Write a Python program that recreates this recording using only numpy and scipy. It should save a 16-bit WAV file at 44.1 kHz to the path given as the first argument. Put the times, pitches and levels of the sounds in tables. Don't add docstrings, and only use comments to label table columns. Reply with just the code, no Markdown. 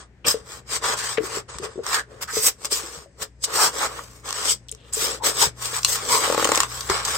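import sys
import numpy as np
from scipy import signal
from scipy.fft import rfft, irfft, next_fast_len
from scipy.io import wavfile
from scipy.ndimage import uniform_filter1d

SR = 44100
rng = np.random.default_rng(int(sys.argv[2]) if len(sys.argv) > 2 else 0)


def log_audio(samples):
    frames = np.atleast_2d(samples).T
    limited = np.clip(frames, -1, 1)
    pcm = np.round(limited * 32767).astype(np.int16)
    wavfile.write(sys.argv[1], SR, pcm)


N = 316197
TIME = np.arange(N) / SR

# hz, level_db
HISS = [(2500, -19.5), (4000, -11), (5050, 2), (5700, -2), (6600, -2.5), (7100, -2), (7950, 4),
        (8600, -2.5), (9400, -12.5), (10300, -47), (12000, -47)]
SIZZLE = [(9300, -7.5), (11000, -13), (13100, -2), (14300, -3.5), (15700, -9)]
SCRATCH = [(1300, -3), (2200, 5.5), (2700, 1), (3200, 5.5), (4100, 5), (5000, -5.5), (7000, -35)]
RASP = [(400, -26.5), (700, -8.5), (835, -3.5), (945, -3.5), (1110, 2.5), (1370, -1), (1560, -4),
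        (1800, -3), (2200, -15.5), (3000, -18.5)]
HOLLOW = [(130, -8.5), (190, -24.5), (260, -9), (350, -9), (430, 2.5), (520, -0.5), (630, -7.5), (850, -23)]
GRAIN_DB, GRAIN_PER_S = 1.0, 600


def rubbing(hand_db):
    hiss_db, rasp_db, hollow_db, sizzle_db = stroke_levels()
    grip_db = 1.76 * drift(25) + 1.0 * drift(90) + GRAIN_DB * drift(GRAIN_PER_S)

    foam_slips = between_walls(slips(per_s=2900, spread_db=3.0, smooth=0.9))
    hiss = from_db(hiss_db) * colour(foam_slips, closed(HISS))
    sizzle = from_db(sizzle_db - 8.5) * colour(foam_slips, closed(SIZZLE))

    scratch_db = 0.61 * hiss_db + 0.5 * rasp_db + 0.35
    edge_slips = between_walls(slips(per_s=1200, spread_db=1.0, smooth=0.72))
    scratch = from_db(scratch_db) * colour(edge_slips, closed(SCRATCH))

    wall_slips = slips(per_s=1500, spread_db=1.5, smooth=0.52)
    rasp = from_db(rasp_db) * retuned(colour(wall_slips, closed(RASP)))

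    hollow_slips = slips(per_s=1000, spread_db=1.0, smooth=0.86)
    hollow = from_db(hollow_db) * colour(hollow_slips, closed(HOLLOW))

    return from_db(grip_db) * (pan(hiss + sizzle, hand_db) + scratch + rasp + pan(hollow, 4.5))


# start_s, end_s, attack_s, swell_start_to_end_db, hiss_db, rasp_db, hollow_db, sizzle_db
STROKES = [(0.0, 0.049, 0.052, -12, -44, -45, -53, -88), (0.248, 0.285, 0.00053, 2, -40, -35, -30.5, -51),
           (0.263, 0.327, 0.0022, 5, -22.5, -31.5, -44, -22),
           (0.342, 0.43, 0.002, -16, -47, -48.5, -47, -58.0),
           (0.469, 0.592, 0.014, -2, -39, -42.5, -46, -45), (0.684, 0.769, 0.01, 12, -28, -36.5, -42, -37),
           (0.839, 0.947, 0.011, -2, -26.5, -27.5, -35, -35),
           (0.972, 1.154, 0.0066, -2.5, -28, -34, -45, -38),
           (1.135, 1.274, 0.0082, 35, -49, -48.5, -52.5, -54),
           (1.311, 1.389, 0.038, 4, -28.5, -31.5, -38, -37),
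           (1.484, 1.84, 0.0028, -15.5, -52.5, -51, -54.5, -80),
           (1.64, 1.681, 0.012, -12.5, -38.5, -38, -39, -50),
           (1.834, 1.964, 0.0022, 20.5, -35, -34.5, -46.5, -40),
           (1.963, 2, 0.002, 20, -38, -36.5, -43.5, -46), (2.096, 2.224, 0.014, 1, -57.5, -51.5, -48, -69),
           (2.21, 2.226, 0.0016, 15.5, -30, -35, -48, -29.5),
           (2.275, 2.386, 0.00093, 25, -30, -40.5, -54, -34),
           (2.416, 2.486, 0.029, 3.5, -16, -31.5, -35.5, -12.5),
           (2.648, 2.646, 0.024, 15, -21.5, -33, -37, -28),
           (2.719, 2.803, 0.0061, -9.5, -22.5, -36, -41.5, -26),
           (2.786, 3.045, 0.0019, -7.5, -41.5, -45.5, -47.5, -48.5),
           (3.212, 3.23, 0.01, 7, -23.5, -31.5, -36.5, -25),
           (3.449, 3.465, 0.0085, -26, -24.5, -65, -50, -35),
           (3.469, 3.564, 0.015, 11, -39, -34, -39.5, -40),
           (3.574, 3.686, 0.026, -4, -18, -32.5, -33, -21.5),
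           (3.684, 3.867, 0.004, 19, -33.5, -36.5, -38, -40),
           (3.887, 3.995, 0.0039, 3, -39.5, -36.5, -40.5, -44),
           (3.98, 4.23, 0.0026, -7, -50, -55, -56.5, -54), (4.25, 4.507, 0.0076, 7.5, -32, -35, -42.5, -40),
           (4.482, 4.529, 0.028, 0, -14.5, -40, -38, -21), (4.817, 4.913, 0.073, 18, -58, -56, -54.5, -65),
           (4.926, 5.067, 0.0015, 12, -26, -40, -65, -26.5),
           (5.001, 5.178, 0.013, -8.5, -29, -33.5, -35, -36),
           (5.244, 5.311, 0.0066, -6, -20.5, -29, -30.5, -22.5),
           (5.431, 5.488, 0.035, -19, -20.5, -29.5, -35.5, -25.5),
           (5.621, 5.706, 0.019, -4, -29, -36.5, -44.5, -32),
           (5.75, 5.819, 0.027, -12.5, -28.5, -33, -52.5, -34),
           (5.929, 5.993, 0.047, -18, -23.5, -38.5, -42.5, -24),
           (5.95, 6.115, 0.0032, -8, -36.5, -37.5, -61, -44),
           (6.127, 6.243, 0.034, -16, -20, -31, -30, -25), (6.215, 6.654, 0.01, -4.5, -28.5, -27, -36, -33),
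           (6.693, 6.913, 0.059, -5.5, -36, -40, -48.5, -38.5),
           (6.892, 7.064, 0.0031, -7, -31.5, -29, -42, -41),
           (7.064, 7.196, 0.017, -0.5, -25.5, -28, -37.5, -32)]
# hiss, rasp, hollow, sizzle [dB per dB]
FOLLOWS_SPEED = [1.19, 0.92, 0.69, 1.33]
# hiss_db, rasp_db, hollow_db, sizzle_db
BRUSH_DB = [-70.5, -83, -82, -106]
# hiss_db, rasp_db, hollow_db, sizzle_db
STUCK_DB = [-1, -2.5, -7, 0]
TOUCH_S, RELEASE_S = 0.25, 0.011


def stroke_levels():
    t = np.arange(0, N / SR + .001, .001)
    power = 1e-12 + from_db(BRUSH_DB)[:, None] ** 2 * (t > TOUCH_S)
    for start_s, end_s, attack_s, swell_db, *levels_db in STROKES:
        onset = np.logaddexp(0, (start_s - t) / attack_s)
        release = np.logaddexp(0, (t - end_s) / RELEASE_S)
        swell = swell_db * np.interp(t, [start_s, end_s], [-.5, .5])
        speed_db = swell - 20 / np.log(10) * (onset + release)
        stroke_db = np.array(levels_db)[:, None] + np.outer(FOLLOWS_SPEED, speed_db)
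        power = power + from_db(stroke_db) ** 2
    juddering = (t > JERKS[0][0]) & (t < JERKS[-1][0])
    stuck = uniform_filter1d(1. * juddering, size=40)
    return [np.interp(TIME, t, 10 * np.log10(p) + drop_db * stuck) for p, drop_db in zip(power, STUCK_DB)]


def slips(per_s, spread_db, smooth):
    sizes = from_db(spread_db * np.minimum(rng.exponential(1, (2, N)), 4))
    signed = sizes * rng.choice([-1, 1], (2, N))
    happens = rng.random((2, N)) < per_s / SR
    return rms_one(signed * happens) + smooth * rng.standard_normal((2, N))


def between_walls(streams, count=4):
    out, at = streams.copy(), np.arange(N)
    for k, lag_s in enumerate(np.geomspace(.0005, .0026, count)):
        for side in range(2):
            lag = lag_s * SR * np.exp(.4 * drift(3))
            out[side] += (-1) ** k * .42 * np.interp(at - lag, at, streams[side])
    return out


WALL_DETUNE = 0.012


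def retuned(x):
    speed = np.exp(WALL_DETUNE * drift(3))
    at = np.cumsum(speed / speed.mean())
    return np.array([np.interp(at, np.arange(N), channel) for channel in x])


# start_s, end_s, centre_hz, width_hz, level_db
SINGS = [(0.241, 0.265, 2760, 895, -23.5), (0.252, 0.334, 5130, 330, -13.5), (0.804, 0.983, 1146, 376, -23),
         (0.97, 1.113, 1700, 450, -28.5), (1.166, 1.195, 1820, 1650, -20.5), (1.901, 2.032, 1660, 260, -21),
         (2.269, 2.33, 1460, 640, -26.5), (2.317, 2.424, 6130, 250, -26), (2.406, 2.5, 8070, 300, -14.5),
         (2.708, 2.758, 5100, 1200, -18.5), (3.539, 3.715, 1110, 750, -14.5),
         (3.792, 3.885, 1110, 785, -18.5), (4.48, 4.534, 7900, 350, -15), (4.473, 4.517, 3070, 446, -21.5),
         (4.686, 4.698, 3440, 890, -32.5), (4.713, 4.722, 8100, 2080, -19.5),
         (4.736, 4.95, 3200, 1200, -51), (4.927, 4.96, 7750, 1410, -15), (5.194, 5.252, 910, 160, -27),
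         (5.406, 5.45, 917, 157, -15), (6.066, 6.224, 1055, 250, -15.5), (6.173, 6.475, 3440, 2400, -30),
         (6.557, 6.559, 6740, 2600, -2.5)]


def singing(hand_db):
    out, streams = np.zeros((2, N)), slips(per_s=740, spread_db=3.5, smooth=0.34)
    for start_s, end_s, hz, width_hz, db in SINGS:
        span = slice(int(start_s * SR), int(end_s * SR))
        friction = streams[:, span] + 0.24 * streams[::-1, span]
        edges_hz = [max(hz - width_hz / 2, hz / 2), hz + width_hz / 2]
        band = signal.butter(2, edges_hz, "band", fs=SR, output="sos")
        tone = rms_one(signal.sosfilt(band, friction))
        out[:, span] += from_db(db - 6.5) * tone * signal.windows.tukey(friction.shape[1], .7)
    return pan(out, hand_db)


# start_s, snap_db, wall_db, thud_db
JERKS = [(6.277, -28, -31, -14), (6.3, -25, -14, -8.5), (6.324, -17, -10, -9), (6.3456, -18, -11.5, -9),
         (6.378, -18, -9, -8), (6.3968, -25, -9, -13.5), (6.426, -22, -7, -10), (6.4447, -7, -15, -32),
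         (6.452, -15, -9, -6.5), (6.473, -17, -12, -20), (6.49, -19, -11, -8.5), (6.518, -11, -3, -5),
         (6.5489, -12.5, -10, -33), (6.575, -11, -11, -11), (6.603, -5, -3, -34), (6.633, -15.5, -12, -42)]
# hz, level_db
BLOCK_SNAP = [(800, -25), (2000, 10), (5000, 7), (8000, 13.5), (10500, -8), (16000, -6)]
# pitch_hz, level_db, t60_s
THUD_MODES = [(324, -10, 0.051), (500, 15, 0.013), (873, -4.5, 0.041)]
JERK_SNAP_S = 0.003


def judder():
    snap_rows = [(s, snap_db, wall_db, JERK_SNAP_S) for s, snap_db, wall_db, _ in JERKS]
    thud_rows = [(s, thud_db, 1) for s, _, _, thud_db in JERKS]
    return catches(snap_rows, BLOCK_SNAP) + strike(thud_rows, THUD_MODES, rise_s=0.0057)


# start_s, snap_db, wall_db, snap_decay_s
TICKS = [(0.246, -51, -25, 0.0014), (0.283, -5, -20, 0.0023), (0.841, -33, -13.5, 0.0032),
         (1.585, -25.5, -24.5, 0.0034), (1.865, -19.5, -17.5, 0.002), (1.944, -13.5, -25, 0.0042),
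         (2.654, -18.5, -56, 0.0035), (3.44, -16, -24, 0.0085), (3.992, -37, -18.5, 0.0033),
         (4.289, -25, -28, 0.0052), (4.307, -16.5, -22, 0.0014), (4.327, -15, -22, 0.0017),
         (4.685, -30, -70, 0.00092), (4.6935, -28.5, -74, 0.0013), (4.724, -26.5, -52, 0.0014),
         (4.749, -33, -46, 0.0014), (5.656, -20, -43, 0.0036), (5.832, -16, -32, 0.0018),
         (5.8477, -1, -13.5, 0.0023), (6.808, -19, -49, 0.003), (6.899, -13.5, -6.5, 0.0029),
         (7.05, -16.5, -50, 0.0081)]
# hz, level_db
EDGE_SNAP = [(1300, -26), (2700, 5), (5000, 10), (8200, 11), (10500, -12), (13000, -3.5), (16000, -16)]


def ticks():
    return catches(TICKS, EDGE_SNAP)


# pitch_hz, level_db, t60_s
WALL_MODES = [(1018, -1.5, 0.0072), (1143, 1, 0.015), (1330, -7.5, 0.016), (1874, -9, 0.017)]


def catches(rows, spectrum):
    burst, t = np.zeros((2, N)), TIME[None, :SR // 20]
    for s, snap_db, _, decay_s in rows:
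        add(burst, s, from_db(snap_db) * np.exp(-t / decay_s))
    grit = colour(between_walls(rng.standard_normal((2, N))), closed(spectrum))
    wall = strike([(s, wall_db, 1) for s, _, wall_db, _ in rows], WALL_MODES, rise_s=0.00091)
    return pan(uniform_filter1d(burst, size=30) * grit, 2.2) + wall


# start_s, level_db, pitch_ratio
KNOCKS = [(0.343, -15, 1.05), (1.1805, -8.5, 1.06), (1.205, -22.5, 0.81), (1.237, -26, 0.94),
          (1.371, -18, 0.95), (1.599, -27, 0.89), (1.63, -29, 0.99), (1.665, -27, 1.07), (1.757, -28, 0.87),
          (1.778, -20.5, 0.91), (1.79, -20, 1.07), (1.798, -23, 0.94), (2.334, -29, 0.98),
          (2.369, -15.5, 1.025), (2.722, -24, 0.94), (2.836, -32, 0.79), (3.059, -39, 1.3),
          (4.724, -37.5, 0.97), (4.969, -24, 1.02), (5.023, -24, 1.02), (5.074, -28, 1.02),
          (5.73, -26, 1.07), (6.898, -13, 0.9)]
# pitch_hz, level_db, t60_s
HOLLOW_MODES = [(325, -3.5, 0.02), (447.4, 1.5, 0.038), (421, -6, 0.13), (526, -14.5, 0.03),
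                (1250, -18.5, 0.027)]
# start_s, level_db
BUMPS = [(0.275, -22.5), (1.552, -25), (1.612, -26), (2.242, -32), (2.379, -26), (2.974, -28.5),
         (3.211, -30), (5.463, -17.5), (6.898, -19)]
# pitch_hz, level_db, t60_s
DESK_MODES = [(72, 0.5, 0.055), (137.7, -7, 0.072)]


def knocks():
    box = strike(KNOCKS, HOLLOW_MODES, rise_s=0.002)
    desk = strike([(s, db, 1) for s, db in BUMPS], DESK_MODES, rise_s=0.0052)
    return box + desk


# hz, left_over_right_db
BALANCE = [(60, 3), (350, 4.4), (600, 6.2), (1200, 0.24), (2500, 6.9), (5000, 2.5)]
BLOW_UNEVEN_DB, BLOW_DETUNE = 1.5, 0.025


def strike(blows, modes, rise_s):
    out, t = np.zeros((2, N)), TIME[:SR // 4]
    contact = 1 - np.exp(-t / rise_s)
    for s, db, pitch_ratio in blows:
        spreads = rng.standard_normal((len(modes), 2))
        for (hz, mode_db, t60_s), (louder, higher) in zip(modes, spreads):
            rung_hz = hz * pitch_ratio * (1 + BLOW_DETUNE * higher)
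            swing = np.sin(2 * np.pi * rung_hz * t) * contact
            level_db = db + mode_db + BLOW_UNEVEN_DB * louder - 60 * t / t60_s
            add(out, s, pan(swing * from_db(level_db), at_hz(BALANCE, hz)))
    return out


ROOM_T60_S = 0.13


def room(x, wall_cut_hz):
    t = TIME[:SR // 2]
    tail = rng.standard_normal((2, len(t))) * from_db(-60 * t / ROOM_T60_S) * (t > .004)
    tail = signal.sosfilt(signal.butter(1, wall_cut_hz, fs=SR, output="sos"), tail)
    return signal.fftconvolve(x, tail / np.sqrt(np.sum(tail ** 2) / 2), axes=1)[:, :N]


# time_s, swing_db
BACKGROUND_LEVEL = [(0.1, -6.5), (0.9, 3), (2.2, -5), (3.35, -11), (3.9, 0), (4.7, -3.5), (5.2, 4),
                    (7.17, 6.5)]
# mains_multiple, rms_db, share_of_swing
HUM = [(1, -51, 0.43), (2, -53, 0.72)]
# hz, level_db
FAN = [(25, -18), (65, -7), (150, -15.5), (190, -15.5), (450, -23.5), (1300, -35), (1800, -28), (3300, -42),
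       (8000, -47.5), (11000, -68)]
MAINS_HZ, HUM_WAVER_DB = 60, 1.8
FAN_DB, FAN_FOLLOWS = -51.5, 0.45


def background():
    swing_db, = in_time(BACKGROUND_LEVEL)
    hum = 0
    for multiple, db, share in HUM:
        level_db = db + share * swing_db + HUM_WAVER_DB * drift(3.9)
        phase = 2 * np.pi * (multiple * MAINS_HZ * TIME + rng.random())
        hum = hum + from_db(level_db) * np.sqrt(2) * np.sin(phase)
    fan = from_db(FAN_DB + FAN_FOLLOWS * swing_db) * colour(rng.standard_normal((2, N)), FAN)
    return pan(hum + fan, 3.4)


# hz, left_right_correlation
LIKENESS = [(100, 1), (450, 0.8), (1100, 0.5), (2000, 0), (5000, -0.11), (8000, 0.56), (13000, 0.75)]


def colour(streams, spectrum):
    size = next_fast_len(N)
    hz = np.maximum(np.fft.rfftfreq(size, 1 / SR), 1)
    mid, side = rfft(streams, size) * from_db(at_hz(spectrum, hz))
    alike = np.clip(at_hz(LIKENESS, hz), -1, 1)
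    pair = np.sqrt(1 + alike) * mid + np.sqrt(1 - alike) * side * [[1], [-1]]
    return rms_one(irfft(pair, size)[:, :N])


def closed(spectrum):
    return [(spectrum[0][0] / 2, -70), *spectrum, (spectrum[-1][0] * 2, -70)]


def drift(per_s):
    knots = rng.standard_normal(int(N / SR * 2000))
    return rms_one(np.interp(TIME * per_s, np.arange(len(knots)), knots))


def pan(x, db):
    gains = from_db(np.array([[.5], [-.5]]) * db)
    return x * gains / np.sqrt(np.mean(gains ** 2, axis=0))


def add(out, s, sound):
    at = int(np.clip(s * SR, 0, N - 1))
    out[:, at:at + sound.shape[1]] += sound[:, :N - at]


def at_hz(points, hz):
    points_hz, values = np.array(points).T
    return np.interp(np.log(hz), np.log(points_hz), values)


def in_time(rows):
    s, *columns = np.transpose(rows)
    return [np.interp(TIME, s, c) for c in columns]


def rms_one(x):
    return x / np.sqrt(np.mean(x ** 2) + 1e-20)


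def from_db(db):
    return 10 ** (np.asarray(db) / 20)


# time_s, left_over_right_db
PLACE = [(0.25, 3.5), (1.25, 4), (1.8, 1), (2.45, 0), (2.7, 2.5), (3.3, 3.5), (3.7, 0.5), (4.5, 3),
         (7.17, 3)]


def scene():
    hand_db, = in_time(PLACE)
    strokes = rubbing(hand_db) + singing(hand_db)
    hits = ticks() + judder() + knocks()
    reflections = room(from_db(-13.5) * hits + from_db(-16.5) * strokes, wall_cut_hz=5500)
    return strokes + hits + reflections + background()


MIC_LOW_CUT_HZ, CUTOFF_HZ = 47, 16100


def record(dry):
    thinned = signal.sosfilt(signal.butter(2, MIC_LOW_CUT_HZ, "high", fs=SR, output="sos"), dry)
    rounded = np.tanh(thinned)
    return signal.sosfilt(signal.ellip(12, .1, 80, CUTOFF_HZ, fs=SR, output="sos"), rounded)


dry = scene()
out = record(dry)
log_audio(out)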